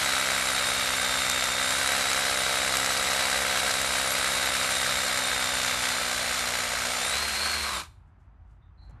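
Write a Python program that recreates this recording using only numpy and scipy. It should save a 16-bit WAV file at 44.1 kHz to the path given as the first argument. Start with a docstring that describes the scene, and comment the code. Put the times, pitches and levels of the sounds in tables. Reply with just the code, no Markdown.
"""Outdoors, over a low rumble, a cordless rotary hammer drills into a concrete slab: about 65 blows a
second ring the bit, crush grit and make the slab boom, while the gears rattle and whine. The bit chinks
on stones, then squeaks in the hole. At 7 s it is pulled out, clattering; the motor races and is braked.
In the quiet, clothes rustle, a small bird chirps twice and the tool clicks and bumps in the hand."""
import sys
import numpy as np
from scipy import signal
from scipy.fft import rfft, irfft
from scipy.io import wavfile
from scipy.ndimage import uniform_filter1d

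SR = 44100
rng = np.random.default_rng(int(sys.argv[2]) if len(sys.argv) > 2 else 0)


def put_to_file(sound):
    """Save the sound as 16-bit audio at rate SR, in the file named by the first command-line argument."""
    columns = np.atleast_2d(sound).T  # one column per channel
    safe = np.clip(columns, -1, 1)
    whole_steps = np.round(safe * 32767)
    wavfile.write(sys.argv[1], SR, whole_steps.astype(np.int16))


N = 396900
TIME = np.arange(N) / SR
WORKING_HZ = 65  # nominal crank speed: blows, rattle and clatter get louder above it


def amp(db):
    """Decibels to gain."""
    return 10 ** (np.asarray(db) / 20)


def unit_rms(x):
    """Scales to rms 1."""
    return x / np.sqrt(np.mean(x ** 2) + 1e-20)


def curve(rows):
    """An automation lane: straight lines through (seconds, value) points."""
    return np.interp(TIME, *np.transpose(rows))


def colour(x, points):
    """An EQ drawn through (Hz, dB) points on a log-frequency axis; rms 1."""
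    hz, db = np.transpose(points)
    bins = np.fft.rfftfreq(N, 1 / SR)
    gain = amp(np.interp(np.log(bins + 1), np.log(hz), db))
    return unit_rms(irfft(rfft(x) * gain, N))


def wander(hz):
    """Smooth random modulation up to about hz; rms 1."""
    lowpass = np.exp(-(np.fft.rfftfreq(N, 1 / SR) / hz) ** 2)
    return unit_rms(irfft(rfft(rng.standard_normal(N)) * lowpass, N))


def tone(cycles, width_hz):
    """A sine whose phase drifts at random, blurring its pitch; rms 1."""
    drift = np.cumsum(wander(2 * width_hz)) * np.sqrt(2 * np.pi) * width_hz / SR
    return np.sqrt(2) * np.sin(2 * np.pi * cycles + drift)


def ring(x, modes):
    """Plays x through damped resonances given as (Hz, width in Hz, dB); rms 1."""
    t = TIME[:SR // 10]
    response = sum(amp(db) * np.exp(-np.pi * width * t) * np.cos(2 * np.pi * hz * t)
                   for hz, width, db in modes)
    return unit_rms(signal.oaconvolve(x, response)[:N])


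def strokes(turns, phase, jitter_s, scatter_db):
    """One impulse per crank turn, at the given fraction of the turn, uneven in time and strength."""
    count = np.arange(int(turns[-1]))
    late, size = rng.standard_normal((len(count), 2)).T
    at_s = np.interp(count + phase, turns, TIME) + jitter_s * late
    samples = np.clip(at_s * SR, 0, N - 1).astype(int)
    return np.bincount(samples, amp(scatter_db * np.tanh(size)), N)


def fade(x, decay_s):
    """Gives each impulse an exponential tail."""
    return signal.lfilter([1], [1, -np.exp(-1 / (decay_s * SR))], x)


def outdoors():
    """The bed: a distant wash that swells near the end, over a low, wavering drone."""
    # Tone of the wash. Each row: frequency in Hz, relative level in dB.
    wash_eq = [(20, -21), (38, -9.5), (60, -4.5), (130, -13), (200, -24.5), (300, -30), (510, -39),
               (750, -31), (950, -31.5), (1400, -35), (2200, -44.5), (3200, -52.5), (5200, -65),
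               (12000, -77.5)]
    # Fader of the wash. Each row: time in seconds, level in dB.
    wash_fader = [(0, -55), (7.9, -53.5), (8.75, -55), (8.95, -48)]
    # Notes of the drone. Each row: pitch in Hz, width in Hz, level in dB.
    drone_notes = [(53.2, 3, -56.5), (82.2, 5.5, -58)]
    drone = sum(amp(db) * tone(hz * TIME, width) for hz, width, db in drone_notes)
    return amp(curve(wash_fader)) * colour(rng.standard_normal(N), wash_eq) + drone


def bird():
    """Thin, fluttering notes of steady pitch, with a slight rasp above and below."""
    # The chirps. Each row: start in seconds, length in seconds, pitch in Hz, level in dB.
    chirps = [(8.615, .12, 3610, -79), (8.773, 0.2, 4090, -66.5)]
    out = np.zeros(N)
    for start, length, hz, db in chirps:
        progress = np.clip((TIME - start) / length, 0, 1)
        envelope = np.minimum(progress / 0.1, 1) * (1 - progress) ** 1.1
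        rasp = amp(-7) * tone((hz + 260) * TIME, 130) + amp(-13) * tone((hz - 200) * TIME, 220)
        flutter = amp(2 * wander(60))
        out += amp(db) * envelope * flutter * (tone(hz * TIME, 15) + rasp)
    return out


def handling():
    """Sleeves brush, and the tool clicks and bumps in the hand as it is tipped."""
    # Rustles and clicks. Each row: peak time in seconds, level in dB, rise and decay in seconds.
    touches = [(8.08, -80, .02, .03), (8.21, -76, .012, .03), (8.52, -78, .04, .04), (8.85, -78, .04, .05),
               (8.897, -66, .002, .005), (8.909, -64, .002, .003)]
    # Their tone. Each row: frequency in Hz, relative level in dB.
    rustle_eq = [(300, -4), (1000, 6), (3000, -5), (5000, -7), (7500, -4), (10000, -11), (12000, -12)]
    envelope = sum(amp(db) * np.exp(-np.maximum((at - TIME) / rise, (TIME - at) / decay))
                   for at, db, rise, decay in touches)
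    bump_s, bump_decay_s = 8.895, .014
    bump = amp(-56) * (TIME > bump_s) * np.exp(-abs(TIME - bump_s) / bump_decay_s)
    thud = colour(rng.standard_normal(N), [(100, 0), (700, 0), (1300, -12), (3000, -35)])
    rustle = colour(rng.standard_normal(N) * amp(2.5 * wander(300)), rustle_eq)
    return envelope * rustle + bump * thud


def yard(x, wet_db, t60):
    """Adds a short, scattered echo from the ground and things around."""
    t = TIME[:SR // 2]
    tail = rng.standard_normal(len(t)) * amp(-60 * t / t60) * (t > .006)
    return x + amp(wet_db) * signal.oaconvolve(x, tail / np.linalg.norm(tail))[:N]


def housing(turns, load, depth):
    """The piston shakes the whole tool: a hum on the low harmonics of crank speed."""
    # Harmonics from the first up. Each row: level under load in dB, level running free in dB.
    harmonics = [(-52.5, -42), (-50, -72), (-51.5, -53), (-48.5, -71), (-57.5, -56), (-61.5, -59)]
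    hum = np.zeros(N)
    for k, (pressed, free) in enumerate(harmonics, 1):
        level = amp(load * pressed + (1 - load) * free + wander(8))
        hum += level * np.sqrt(2) * np.sin(2 * np.pi * (k * turns + rng.random()))
    damping = amp(-2 * depth ** 4.6)  # the hand bears down harder at the bottom of the hole
    return damping * hum


def gears(turns, speed, load, depth):
    """Meshing teeth whine as they sweep the resonances of the case; backlash smears the upper tones."""
    # Pitches of the main mesh and two upper ones, in multiples of crank speed.
    orders = (58, 116.5, 145)
    # Case resonances under the main mesh. Each row: frequency in Hz, response in dB.
    case_ring = [(3480, -50), (3550, -44), (3620, -36), (3710, -34), (3850, -36.5), (3980, -32),
                 (4170, -36.5), (4280, -32)]
    # How well the case radiates the upper meshes. Each row: frequency in Hz, response in dB.
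    case_treble = [(6900, -45.5), (7400, -42), (7700, -41.5), (8200, -55), (8700, -48), (9000, -46.5),
                   (9400, -39.5), (9600, -43), (10000, -54), (11000, -64)]
    jolted = turns + 0.0017 * np.sin(2 * np.pi * turns)  # every stroke jolts the gears
    main_cycles = orders[0] * jolted
    whine = tone(main_cycles, 10) + amp(-3) * wander(220) * tone(main_cycles, 62.5)
    strain = amp(2 * np.cos(2 * np.pi * (turns - .85)))  # the teeth bear hardest just before the blow
    whine_db = np.interp(orders[0] * speed, *np.transpose(case_ring)) - 2.5 * depth
    out = amp(whine_db) * unit_rms(strain * whine)
    for order in orders[1:]:
        upper_db = np.interp(order * speed, *np.transpose(case_treble)) + 1.5 - 0.5 * (1 - load)
        backlash = amp(3.2 * wander(250) + 1.5 * wander(21) + 2 * np.cos(2 * np.pi * (turns - .4)))
        out += amp(upper_db) * unit_rms(tone(order * jolted, 170) * backlash)
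    acceleration = np.gradient(uniform_filter1d(speed, size=SR // 20), TIME)
    return amp(0.0565 * acceleration) * out  # torque makes the teeth whine louder


def mechanism(turns, speed, load):
    """Gears, fan and bit rattle; half lifted, the bit clatters; the gears growl as the motor slows."""
    # Tone of the rattle. Each row: frequency in Hz, relative level in dB.
    rattle_eq = [(30, -26), (100, -11.5), (340, -13), (650, -0.5), (950, -1.5), (1500, -1), (2250, -0.5),
                 (3000, -2), (4000, 1), (4700, -3.5), (6200, -6), (7400, -4.5), (9600, -7), (10900, -13),
                 (12000, -11.5)]
    # Bit and chuck, kept ringing by the rattle. Each row: pitch in Hz, width in Hz, relative dB.
    steel_modes = [(1338, 110, -1), (1552, 108, 1), (1978, 150, -1), (2227, 120, 0), (2780, 200, -3),
                   (4055, 120, 1), (4280, 150, -6.5), (4840, 250, -1.5), (5530, 220, -8), (9570, 230, -1),
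                   (11640, 350, -0.5)]
    # The bit chattering loose in its chuck. Each row: pitch in Hz, width in Hz, relative dB.
    loose_modes = [(686, 260, -3.5), (1060, 200, -0.5), (1550, 150, 1.5), (2010, 120, -6), (2280, 130, -1),
                   (3800, 500, -16)]
    # Tone of the growl. Each row: frequency in Hz, relative level in dB.
    growl_eq = [(500, -30), (900, -10), (1080, 2), (1270, 1), (1400, -11), (1550, -6), (2200, -25),
                (4000, -45)]
    # Fader of the growl. Each row: time in seconds, level in dB.
    growl_fader = [(7.55, -75), (7.66, -33), (7.8, -38)]
    extra_hz = speed - WORKING_HZ
    grain = amp(1.35 * wander(350) + .6 * wander(33) + 1.05 * np.cos(2 * np.pi * (turns - .2)))
    hiss = colour(grain * rng.standard_normal(N), rattle_eq)
    steel = ring(grain * rng.standard_normal(N), steel_modes)
    rattle = amp(-34 + 0.2844 * extra_hz - 5.5 * (1 - load)) * (amp(5) * hiss + amp(1.07) * steel)
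    taps = (rng.random(N) < 420 / SR) * rng.uniform(-0.9, 1, N)  # about 420 a second
    looseness = np.sqrt(load * (1 - load))
    clatter = amp(-31 + 0.46 * extra_hz) * looseness * ring(taps, loose_modes)
    growl = amp(curve(growl_fader)) * colour(grain * rng.standard_normal(N), growl_eq)
    return rattle + clatter + growl


def stones():
    """The bit chinks on hard stones and squeaks against the wall of the hole."""
    # The chinks. Each row: start in seconds, strength in dB.
    stone_hits = [(2.9355, -24), (2.9744, -21.5), (3.1101, -21), (3.7123, -21.5)]
    # The squeaks. Each row: peak time in seconds, level in dB.
    squeaks = [(4.12, -33), (4.31, -43), (4.46, -38.5)]
    squeak_hz, swell_s = 11360, 0.014
    hits = np.zeros(N)
    for start, db in stone_hits:
        hits[int(start * SR)] = amp(db)
    bright = colour(rng.standard_normal(N), [(2500, -26), (4700, 2.5), (6000, 0.5), (9000, -11.5)])
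    chinks = amp(-0.5) * fade(hits, decay_s=0.0036) * bright
    rub = sum(amp(db) * np.exp(-((TIME - at) / swell_s) ** 2) for at, db in squeaks)
    return chinks + rub * tone(squeak_hz * TIME, width_hz=150.3)


def slab(knock):
    """The slab booms in a few low modes, whose level and balance follow the bite of the bit."""
    # Slab modes. Each row: pitch in Hz, width in Hz, relative dB at a shallow bite and at a deep one.
    modes = [(464, 45, -19, -10.5), (525, 49, -3.5, 0), (577, 40, 0.5, -4), (655, 40, -10, -4.5),
             (721, 37, -6, -1), (877, 61, -4.5, -11)]
    # How deep the bit bites. Each row: time in seconds, bite from 0 to 1.
    bite_lane = [(1.6, 0.1), (1.9, 0.92), (3.6, 0.88), (4.5, 0.24), (6.8, 0.14), (7.0, 0.8), (7.2, 0.04)]
    bite = curve(bite_lane)
    boom = sum(amp((1 - bite) * shallow + bite * deep) * ring(knock, [(hz, width, 0)])
               for hz, width, shallow, deep in modes)
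    # little of the boom sounds below about 450 Hz
    boom = colour(boom, [(300, -28), (395, -16.5), (470, 0.5), (900, -0.5), (1300, -19.5)])
    return amp(-41.5 + 3.5 * bite) * boom


def hammer(turns, speed, load, depth):
    """Each stroke, the bit seats and knocks the slab; then the blow rings the tool and crushes stone."""
    # Ring of the struck bit and housing. Each row: pitch in Hz, width in Hz, relative dB.
    tool_modes = [(1316, 120, -6), (1400, 120, -9), (1570, 130, -4), (1650, 860, -0.5), (1990, 180, -4),
                  (2210, 130, -10), (2690, 170, -10.5), (3940, 250, -12)]
    # Tone of crushing grit. Each row: frequency in Hz, relative level in dB.
    crunch_eq = [(200, -16.5), (370, -15), (530, -3.5), (740, -0.5), (980, -10), (1300, -0.5), (1600, -1.5),
                 (1800, 1), (2200, 0), (2700, -6.5), (4500, -7), (8000, -10.5), (10700, -27),
                 (12000, -15.5)]
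    knock = strokes(turns, phase=.885, jitter_s=.00015, scatter_db=2)
    blow = strokes(turns, phase=.04, jitter_s=.0002, scatter_db=2)
    blow *= amp(np.tanh(wander(12)))  # hard and soft runs of blows
    tool = ring(-blow - amp(-6.5) * knock, tool_modes)
    # the contact lasts a moment, which rounds off the treble
    tool = colour(tool, [(250, -7.5), (700, -2), (2000, 2.5), (6000, -17.5)])
    crushing = fade(blow + amp(-3) * knock, decay_s=.0078)
    crunch = colour(crushing * rng.standard_normal(N), crunch_eq)
    # chips crack off, bright and sharp, a few much louder than the rest
    cracks = strokes(turns, phase=.033, jitter_s=.00037, scatter_db=12) * amp(3.9 * wander(10))
    chips = colour(fade(cracks, decay_s=.001) * rng.standard_normal(N),
                   [(1000, -25), (4500, -3), (8000, 1.5), (10500, -11.5), (12000, -4)])
    buried = depth ** 3.2  # dust packs the hole near the end: softer blows, a larger share of grit
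    force = amp(-30 + 0.21 * (speed - WORKING_HZ) - 4 * buried)
    strike = amp(-2.5) * tool + amp(-3.6 + 5 * buried) * crunch + amp(-8.5) * chips
    return load * (force * strike + slab(knock))


def scene():
    """Crank speed, load and hole depth play the drill; handling, bird and outdoor bed sit behind it."""
    # The crank sags as the hole deepens, races once the bit is lifted, then is braked.
    # Each row: time in seconds, strokes per second.
    speed_lane = [(0.0, 66.41), (1.04, 63.6), (1.55, 63.27), (1.93, 66.65), (2.49, 65.45), (3.02, 66.28),
                  (4.13, 65.35), (5.71, 62.93), (6.25, 60.88), (6.44, 61.57), (6.74, 59.79), (7.01, 61.58),
                  (7.24, 72.9), (7.36, 71.73), (7.46, 74.87), (7.67, 71.94), (7.8, 60.36), (7.9, 41.24)]
    # How hard the bit is pressed in. Each row: time in seconds, load from 0 to 1.
    load_lane = [(0, 1), (7.0, 1), (7.13, 0.58), (7.2, 0.34), (7.6, 0.17), (7.72, 0.14)]
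    # The drill dies away as the motor is braked. Each row: time in seconds, gain in dB.
    brake_fader = [(7.805, -1.5), (7.83, -9), (7.865, -19), (7.9, -60)]
    lift_at_s, lift_s = 7.0, .5  # the bit sinks steadily, then is drawn out
    speed, load = curve(speed_lane), curve(load_lane)
    turns = np.cumsum(speed) / SR
    depth = np.clip(np.minimum(TIME / lift_at_s, 1 - (TIME - lift_at_s) / lift_s), 0, 1)
    drill = (hammer(turns, speed, load, depth) + stones() + mechanism(turns, speed, load)
             + gears(turns, speed, load, depth) + housing(turns, load, depth))
    drill = yard(drill * amp(curve(brake_fader)), wet_db=-15.5, t60=0.33)
    return (drill + handling() + bird() + outdoors())[None]


def record(dry):
    """The microphone sheds the deepest bass, and a steep high cut takes off the top."""
    low_cut = signal.butter(4, 36, "highpass", fs=SR, output="sos")
    high_cut = signal.firwin(1023, 12120, window=("kaiser", 11), fs=SR)
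    return signal.oaconvolve(signal.sosfilt(low_cut, dry), high_cut[None], "same")


dry = scene()
out = record(dry)
put_to_file(out)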